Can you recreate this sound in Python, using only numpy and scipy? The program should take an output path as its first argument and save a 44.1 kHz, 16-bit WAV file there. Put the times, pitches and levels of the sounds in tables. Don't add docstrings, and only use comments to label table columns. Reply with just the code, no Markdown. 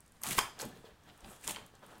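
import sys
import numpy as np
from scipy import signal
from scipy.fft import rfft, irfft
from scipy.io import wavfile
from scipy.ndimage import uniform_filter1d

SR = 44100
rng = np.random.default_rng(int(sys.argv[2]) if len(sys.argv) > 2 else 0)


def transcribe(signal):
    frames = np.atleast_2d(signal).T
    limited = np.clip(frames, -1, 1)
    pcm = np.round(limited * 32767).astype(np.int16)
    wavfile.write(sys.argv[1], SR, pcm)


def rack_gain(trim_db):
    fader = np.asarray(trim_db, float)
    return 10 ** (fader / 20)


N = 88200

# (frequency [Hz], level [dB])
AIR_SPECTRUM = [(20, 0), (60, 2.5), (150, 0), (400, -10.5), (1600, -12), (2200, -17), (8000, -25.5),
                (12000, -30), (16000, -31)]
# (peak time [s], peak level [dB], centre [Hz], fizz t60 [s])
FIBRE_SNAPS = [(.0055, -42.5, 9000, 0.0081), (.0623, -53, 8200, .015), (0.079, -52, 8100, 0.017),
               (.121, -49.5, 8500, 0.012), (.168, -59.5, 7100, 0.01), (0.2153, -43, 10900, .01),
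               (.218, -37.5, 9700, 0.017), (.2353, -23.5, 9240, 0.011), (.2362, -25.5, 11600, 0.014),
               (0.273, -29, 8300, 0.017), (0.288, -27, 8500, .015), (0.3076, -25.5, 8200, .025),
               (.3737, -28, 10200, 0.021), (0.3833, -21.5, 10400, 0.014), (.39, -21.5, 8250, 0.013),
               (0.3923, -28, 7600, 0.011), (0.4105, -30.5, 5170, 0.016), (0.409, -41, 10500, 0.013),
               (0.4155, -37, 6950, 0.018), (0.5906, -36.5, 6200, 0.016), (.599, -34, 3660, 0.016),
               (0.6115, -30, 5750, 0.016), (0.6167, -28, 7750, 0.012), (0.6526, -35.5, 9500, 0.011),
               (.6877, -50.5, 10900, 0.01), (0.773, -55, 8000, 0.0085), (.853, -57, 5000, 0.0073),
               (1.037, -57.5, 7500, .015), (1.091, -55, 5000, 0.0072), (1.098, -51, 2980, .012),
               (1.177, -52, 10500, .012), (1.2065, -49, 7400, 0.0092), (1.2435, -57, 9000, .014),
               (1.2457, -45, 3360, .016), (1.364, -49, 8500, .015), (1.4129, -46, 8800, 0.0088),
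               (1.441, -46, 8500, 0.017), (1.4707, -36, 8000, 0.01), (1.477, -21, 7800, 0.0089),
               (1.4957, -30, 3020, 0.0057), (1.51, -36, 9500, .014), (1.5155, -33, 8800, .015),
               (1.519, -44, 9000, 0.0089), (1.6637, -41, 9900, 0.01), (1.7528, -49.5, 7500, 0.011),
               (1.7933, -56, 8660, 0.01), (1.865, -45.5, 9900, 0.0082), (1.9552, -54, 6040, .012),
               (1.9817, -52, 11400, .012)]
# (time [s], peak level [dB], centre [Hz])
STRAND_CRACKS = [
    (.3829, -11.5, 8000),
    (.3892, -16, 3500),
    (.3896, -8.5, 5500),
    (.3906, -18, 3200),
    (.6306, -36, 1500),
    (1.4779, -20, 8000),
    (1.5612, -34, 3500),
]
# (start [s], rise [s], hold [s], level [dB])
CREASE_MOVES = [(.13, 0.018, 0.012, -70), (.4, .02, 0.019, -54.5), (.56, 0.059, 0.023, -50.5),
                (.72, 0.035, 0.024, -61), (.83, 0.021, 0.016, -59), (1.02, 0.04, 0.22, -62),
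                (1.233, 0.0075, 0.082, -59), (1.34, 0.021, 0.16, -63.5), (1.52, 0.0074, 0.04, -51.5),
                (1.72, 0.017, 0.05, -66.5), (1.8, 0.037, 0.073, -62), (1.88, 0.013, 0.068, -61.5)]
# (frequency [Hz], level [dB])
CREASE_SPECTRUM = [(150, -30), (250, -4.5), (800, -0.5), (1750, -6), (2150, -14), (3400, -10),
                   (4800, -19.5), (10000, -26)]
# (start [s], rise [s], hold [s], level [dB])
BRUSH_MOVES = [
    (.13, 0.021, 0.095, -76.5),
    (.72, 0.062, 0.043, -76),
    (1.06, 0.06, 0.11, -78),
    (1.238, 0.009, 0.044, -67),
    (1.27, 0.03, 0.047, -61),
    (1.39, 0.04, 0.022, -67),
    (1.83, 0.066, 0.084, -73),
]
# (frequency [Hz], level [dB])
BRUSH_SPECTRUM = [(2400, -38), (4000, -17), (7800, 0.5), (11000, -1), (13000, -7.5), (15500, -14.5)]
# (start [s], rise [s], hold [s], level [dB])
SHEET_HEAVES = [(.2, 0.046, 0.027, -78), (.26, 0.035, 0.03, -47.5), (.37, 0.0037, 0.0079, -45),
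                (.58, 0.029, 0.038, -55), (.64, 0.0071, 0.012, -45), (.72, 0.031, 0.04, -62),
                (1.04, 0.013, 0.091, -65.5), (1.23, 0.011, 0.052, -58), (1.45, 0.02, 0.046, -51),
                (1.51, 0.013, 0.052, -59.5), (1.6, 0.014, 0.032, -62.5), (1.75, 0.1, 0.095, -67),
                (1.93, 0.089, 0.037, -58.5)]
# (frequency [Hz], level [dB])
SHEET_SPECTRUM = [(18, -12), (40, -4), (75, -10), (130, 0), (230, -2), (400, -11), (600, -40)]
# (time [s], peak level [dB], pitch [Hz], t60 [s])
KNOCKS = [(0.218, -45, 1150, .012), (.236, -40, 2070, .03), (0.264, -42, 2220, 0.021),
          (0.273, -42, 249, .05), (0.293, -41, 142, 0.1), (.312, -43.5, 120, 0.077),
          (.376, -36, 69.6, 0.068), (.381, -42, 246, .04), (0.3822, -25, 2160, 0.015),
          (.3859, -13, 1070, 0.014), (.388, -29, 415, .03), (.3893, -20, 3130, 0.02),
          (0.39, -20, 1530, 0.0083), (0.396, -29.5, 1200, 0.01), (.432, -43, 960, 0.037),
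          (.443, -44, 1150, .05), (.598, -40, 1630, .03), (.63, -34.5, 517, 0.041),
          (.645, -37.5, 600, 0.034), (.653, -47, 136, 0.15), (.66, -41, 247, 0.11),
          (.672, -44, 188, .05), (0.681, -50, 260, 0.041), (.697, -48, 267, 0.062),
          (0.725, -53.5, 1740, 0.062), (0.73, -47, 172, 0.06), (.731, -52, 750, 0.049),
          (.765, -49, 450, 0.06), (.772, -55.5, 4040, 0.018), (0.786, -51.5, 383, 0.048),
          (.843, -41, 460, 0.037), (.855, -55, 3410, 0.049), (.887, -49, 420, 0.046),
          (.888, -61.5, 1960, 0.027), (1.09, -51.5, 3460, 0.013), (1.099, -51, 2890, 0.033),
          (1.106, -55, 3630, 0.017), (1.234, -50.5, 45, 0.059), (1.2437, -51, 794, 0.071),
          (1.2455, -54.5, 3560, .03), (1.267, -49, 242, 0.081), (1.441, -46.5, 2460, .03),
          (1.478, -33, 3400, 0.0099), (1.484, -32, 985, 0.013), (1.488, -42.5, 318, 0.057),
          (1.547, -36, 2970, 0.0091), (1.561, -32.5, 3140, 0.028), (1.568, -32.5, 1000, 0.013),
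          (1.738, -50.5, 497, 0.015), (1.828, -56, 3240, 0.032)]
# (start [s], rise [s], hold [s], level [dB])
ROD_SLIPS = [(.225, 0.0024, .004, -53), (.232, 0.0024, 0.065, -44), (.262, 0.0027, 0.055, -43),
             (.305, 0.0042, 0.024, -37.5), (.33, 0.0042, 0.035, -43.5), (.37, 0.0066, 0.0066, -35),
             (.381, 0.0012, 0.0043, -35), (.584, 0.0097, 0.03, -50), (.6, 0.0035, 0.019, -45.5),
             (1.385, 0.063, 0.03, -51.5), (1.469, 0.0033, 0.0018, -45), (1.474, 0.0024, 0.035, -41)]
# (frequency [Hz], level [dB])
ROD_SPECTRUM = [(240, -29.5), (400, 1.5), (1300, 1.5), (4030, -1), (4700, -4.5), (8280, -0.5), (11500, -2),
                (15500, -8)]
# (start [s], rise [s], hold [s], level [dB])
FRAME_SHUDDERS = [
    (.238, 0.006, 0.039, -49),
    (.393, 0.0022, 0.0084, -41),
    (.408, 0.0033, 0.042, -45),
    (.465, 0.0057, 0.021, -55),
    (.583, 0.0082, 0.047, -57),
    (1.243, .004, 0.038, -67.5),
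]
# (frequency [Hz], level [dB])
FRAME_SPECTRUM = [(300, -33.5), (650, -5), (800, 2), (1100, 1.5), (1450, -2.5), (1800, -7), (3000, -30)]
# (frequency [Hz], t60 [s])
ROOM_T60 = [(250, 0.48), (1000, 0.27), (4000, 0.4), (8000, 0.32), (14000, 0.24)]


def unit(x):
    return x / np.sqrt(np.mean(x ** 2))


def colour(x, points):
    hz, db = np.array(points).T
    bins = np.maximum(np.arange(2049) * SR / 4096, 1)
    log_gain = np.interp(np.log(bins), np.log(hz), db) * np.log(10) / 20
    cepstrum = irfft(log_gain)
    cepstrum[1:2048] *= 2
    cepstrum[2049:] = 0
    impulse = irfft(np.exp(rfft(cepstrum)))
    return unit(signal.fftconvolve(x, impulse)[:N])


def walk(rate_hz):
    k = int(SR / rate_hz)
    held = np.repeat(rng.standard_normal(N), k)[:N]
    return unit(uniform_filter1d(held, k))


def clicks(per_s, scatter_db):
    chance, side, size = rng.random((3, N))
    level_db = np.minimum(-scatter_db * np.log(size + 1e-9), 13)
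    return (chance < per_s / SR) * np.sign(side - .5) * rack_gain(level_db)


def patchy(per_s, scatter_db, rate_hz):
    edges_hz = (20, 1800, 3500, 6500, 10000, 18000)
    out = np.zeros(N)
    for band in zip(edges_hz, edges_hz[1:]):
        sos = signal.butter(2, band, "band", fs=SR, output="sos")
        register = signal.sosfilt(sos, clicks(per_s, scatter_db))
        out += register * rack_gain(1.9 * walk(rate_hz))
    return out


def strokes(table, t60, rise_db):
    t = np.arange(N) / SR
    power = 0
    for start, rise, hold, db in table:
        up_db = rise_db * np.minimum((t - start) / max(rise, .001) - 1, 0)
        down_db = 60 * np.maximum(t - start - rise - hold, 0) / t60
        power = power + rack_gain(db + up_db - down_db) ** 2
    return np.sqrt(power)


def add(out, start, sound, db):
    i = int(start * SR)
    out[i:i + len(sound)] += (sound * rack_gain(db) / np.abs(sound).max())[:N - i]


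def still_air():
    return colour(rng.standard_normal(N), AIR_SPECTRUM) * rack_gain(-64.5)


def snaps():
    rise_s, fizz_oct, spike_oct, crack_oct, spike_db = .0004, .45, .6, 1.1, -7
    out = np.zeros(N)
    t = (np.arange(1024) - 88) / SR
    hz = np.arange(513) * SR / 1024 + 1
    impulse = rfft((t == 0).astype(float))

    def bell(centre, width_oct):
        return np.exp(-.5 * (np.log2(hz / centre) / width_oct) ** 2)

    for s, db, centre, t60 in FIBRE_SNAPS:
        onset = np.exp(np.minimum(t, 0) / rise_s)
        shape = np.where(t < 0, onset, rack_gain(-60 * t / max(t60, .004)))
        fizz = rfft(rng.standard_normal(1024) * shape) * bell(centre, fizz_oct)
        spike = -4 * rack_gain(spike_db) * impulse * bell(centre, spike_oct)
        add(out, s + t[0], irfft(fizz + spike), db)
    for s, db, centre in STRAND_CRACKS:
        add(out, s + t[0], irfft(-impulse * bell(centre, crack_oct)), db)
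    return out


def creases():
    crackle = colour(patchy(4000, 2.2, 39.96), CREASE_SPECTRUM) * rack_gain(1.1 * walk(45.5))
    return crackle * strokes(CREASE_MOVES, .41, 10)


def brush():
    hiss = colour(patchy(5000, 2.2, 49.6), BRUSH_SPECTRUM) * rack_gain(0.48 * walk(62.3))
    return hiss * strokes(BRUSH_MOVES, .18, 10)


def heave():
    flap = colour(rng.standard_normal(N), SHEET_SPECTRUM) * rack_gain(1.1 * walk(20.85))
    return flap * strokes(SHEET_HEAVES, .14, 10)


def knocks():
    out, t = np.zeros(N), np.arange(8192) / SR
    for s, db, hz, t60 in KNOCKS:
        overtone = rack_gain(-11) * np.sin(2 * np.pi * 1.37 * hz * t)
        ring = np.sin(2 * np.pi * hz * t) + overtone
        b, a = signal.butter(2, [0.53 * hz, 1.32 * hz], "band", fs=SR)
        puff = unit(signal.lfilter(b, a, rng.standard_normal(8192)))
        puff_db = -18.5 + 5 * np.log2(hz / 300)
        envelope = np.minimum(4 * hz * t, 1) * rack_gain(-60 * t / max(t60, .002))
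        add(out, s, (ring + rack_gain(puff_db) * puff) * envelope, db)
    return out


def slip():
    grains = colour(patchy(5000, 3, 110), ROD_SPECTRUM) * rack_gain(1.6 * walk(150))
    return grains * strokes(ROD_SLIPS, .057, 28)


def shudder():
    return colour(clicks(1500, 3), FRAME_SPECTRUM) * strokes(FRAME_SHUDDERS, .12, 28)


def room(x):
    delay_s, level_db = 0.0042, -9
    hz, t, cells = signal.stft(rng.standard_normal(SR // 2), SR, nperseg=128)
    table_hz, table_t60 = np.array(ROOM_T60).T
    t60 = np.interp(np.log(hz + 1), np.log(table_hz), table_t60)
    tail = signal.istft(cells * rack_gain(-60 * t / t60[:, None]), SR)[1]
    tail = tail * (np.arange(len(tail)) > delay_s * SR)
    tail = tail / np.sqrt(np.sum(tail ** 2))
    return signal.fftconvolve(x, tail)[:N] * rack_gain(level_db)


def scene():
    near = snaps() + creases() + brush() + heave() + knocks() + slip() + shudder()
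    return (near + room(near) + still_air())[None]


def top_cut(x):
    return signal.sosfilt(signal.butter(12, 16810, fs=SR, output="sos"), x)


def record(dry):
    lowpass = signal.ellip(8, .1, 50, 15800, fs=SR, output="sos")
    low = signal.sosfiltfilt(lowpass, dry)
    mix = low + rack_gain(-33) * (dry - low)
    return top_cut(mix)


dry = scene()
out = record(dry)
transcribe(out)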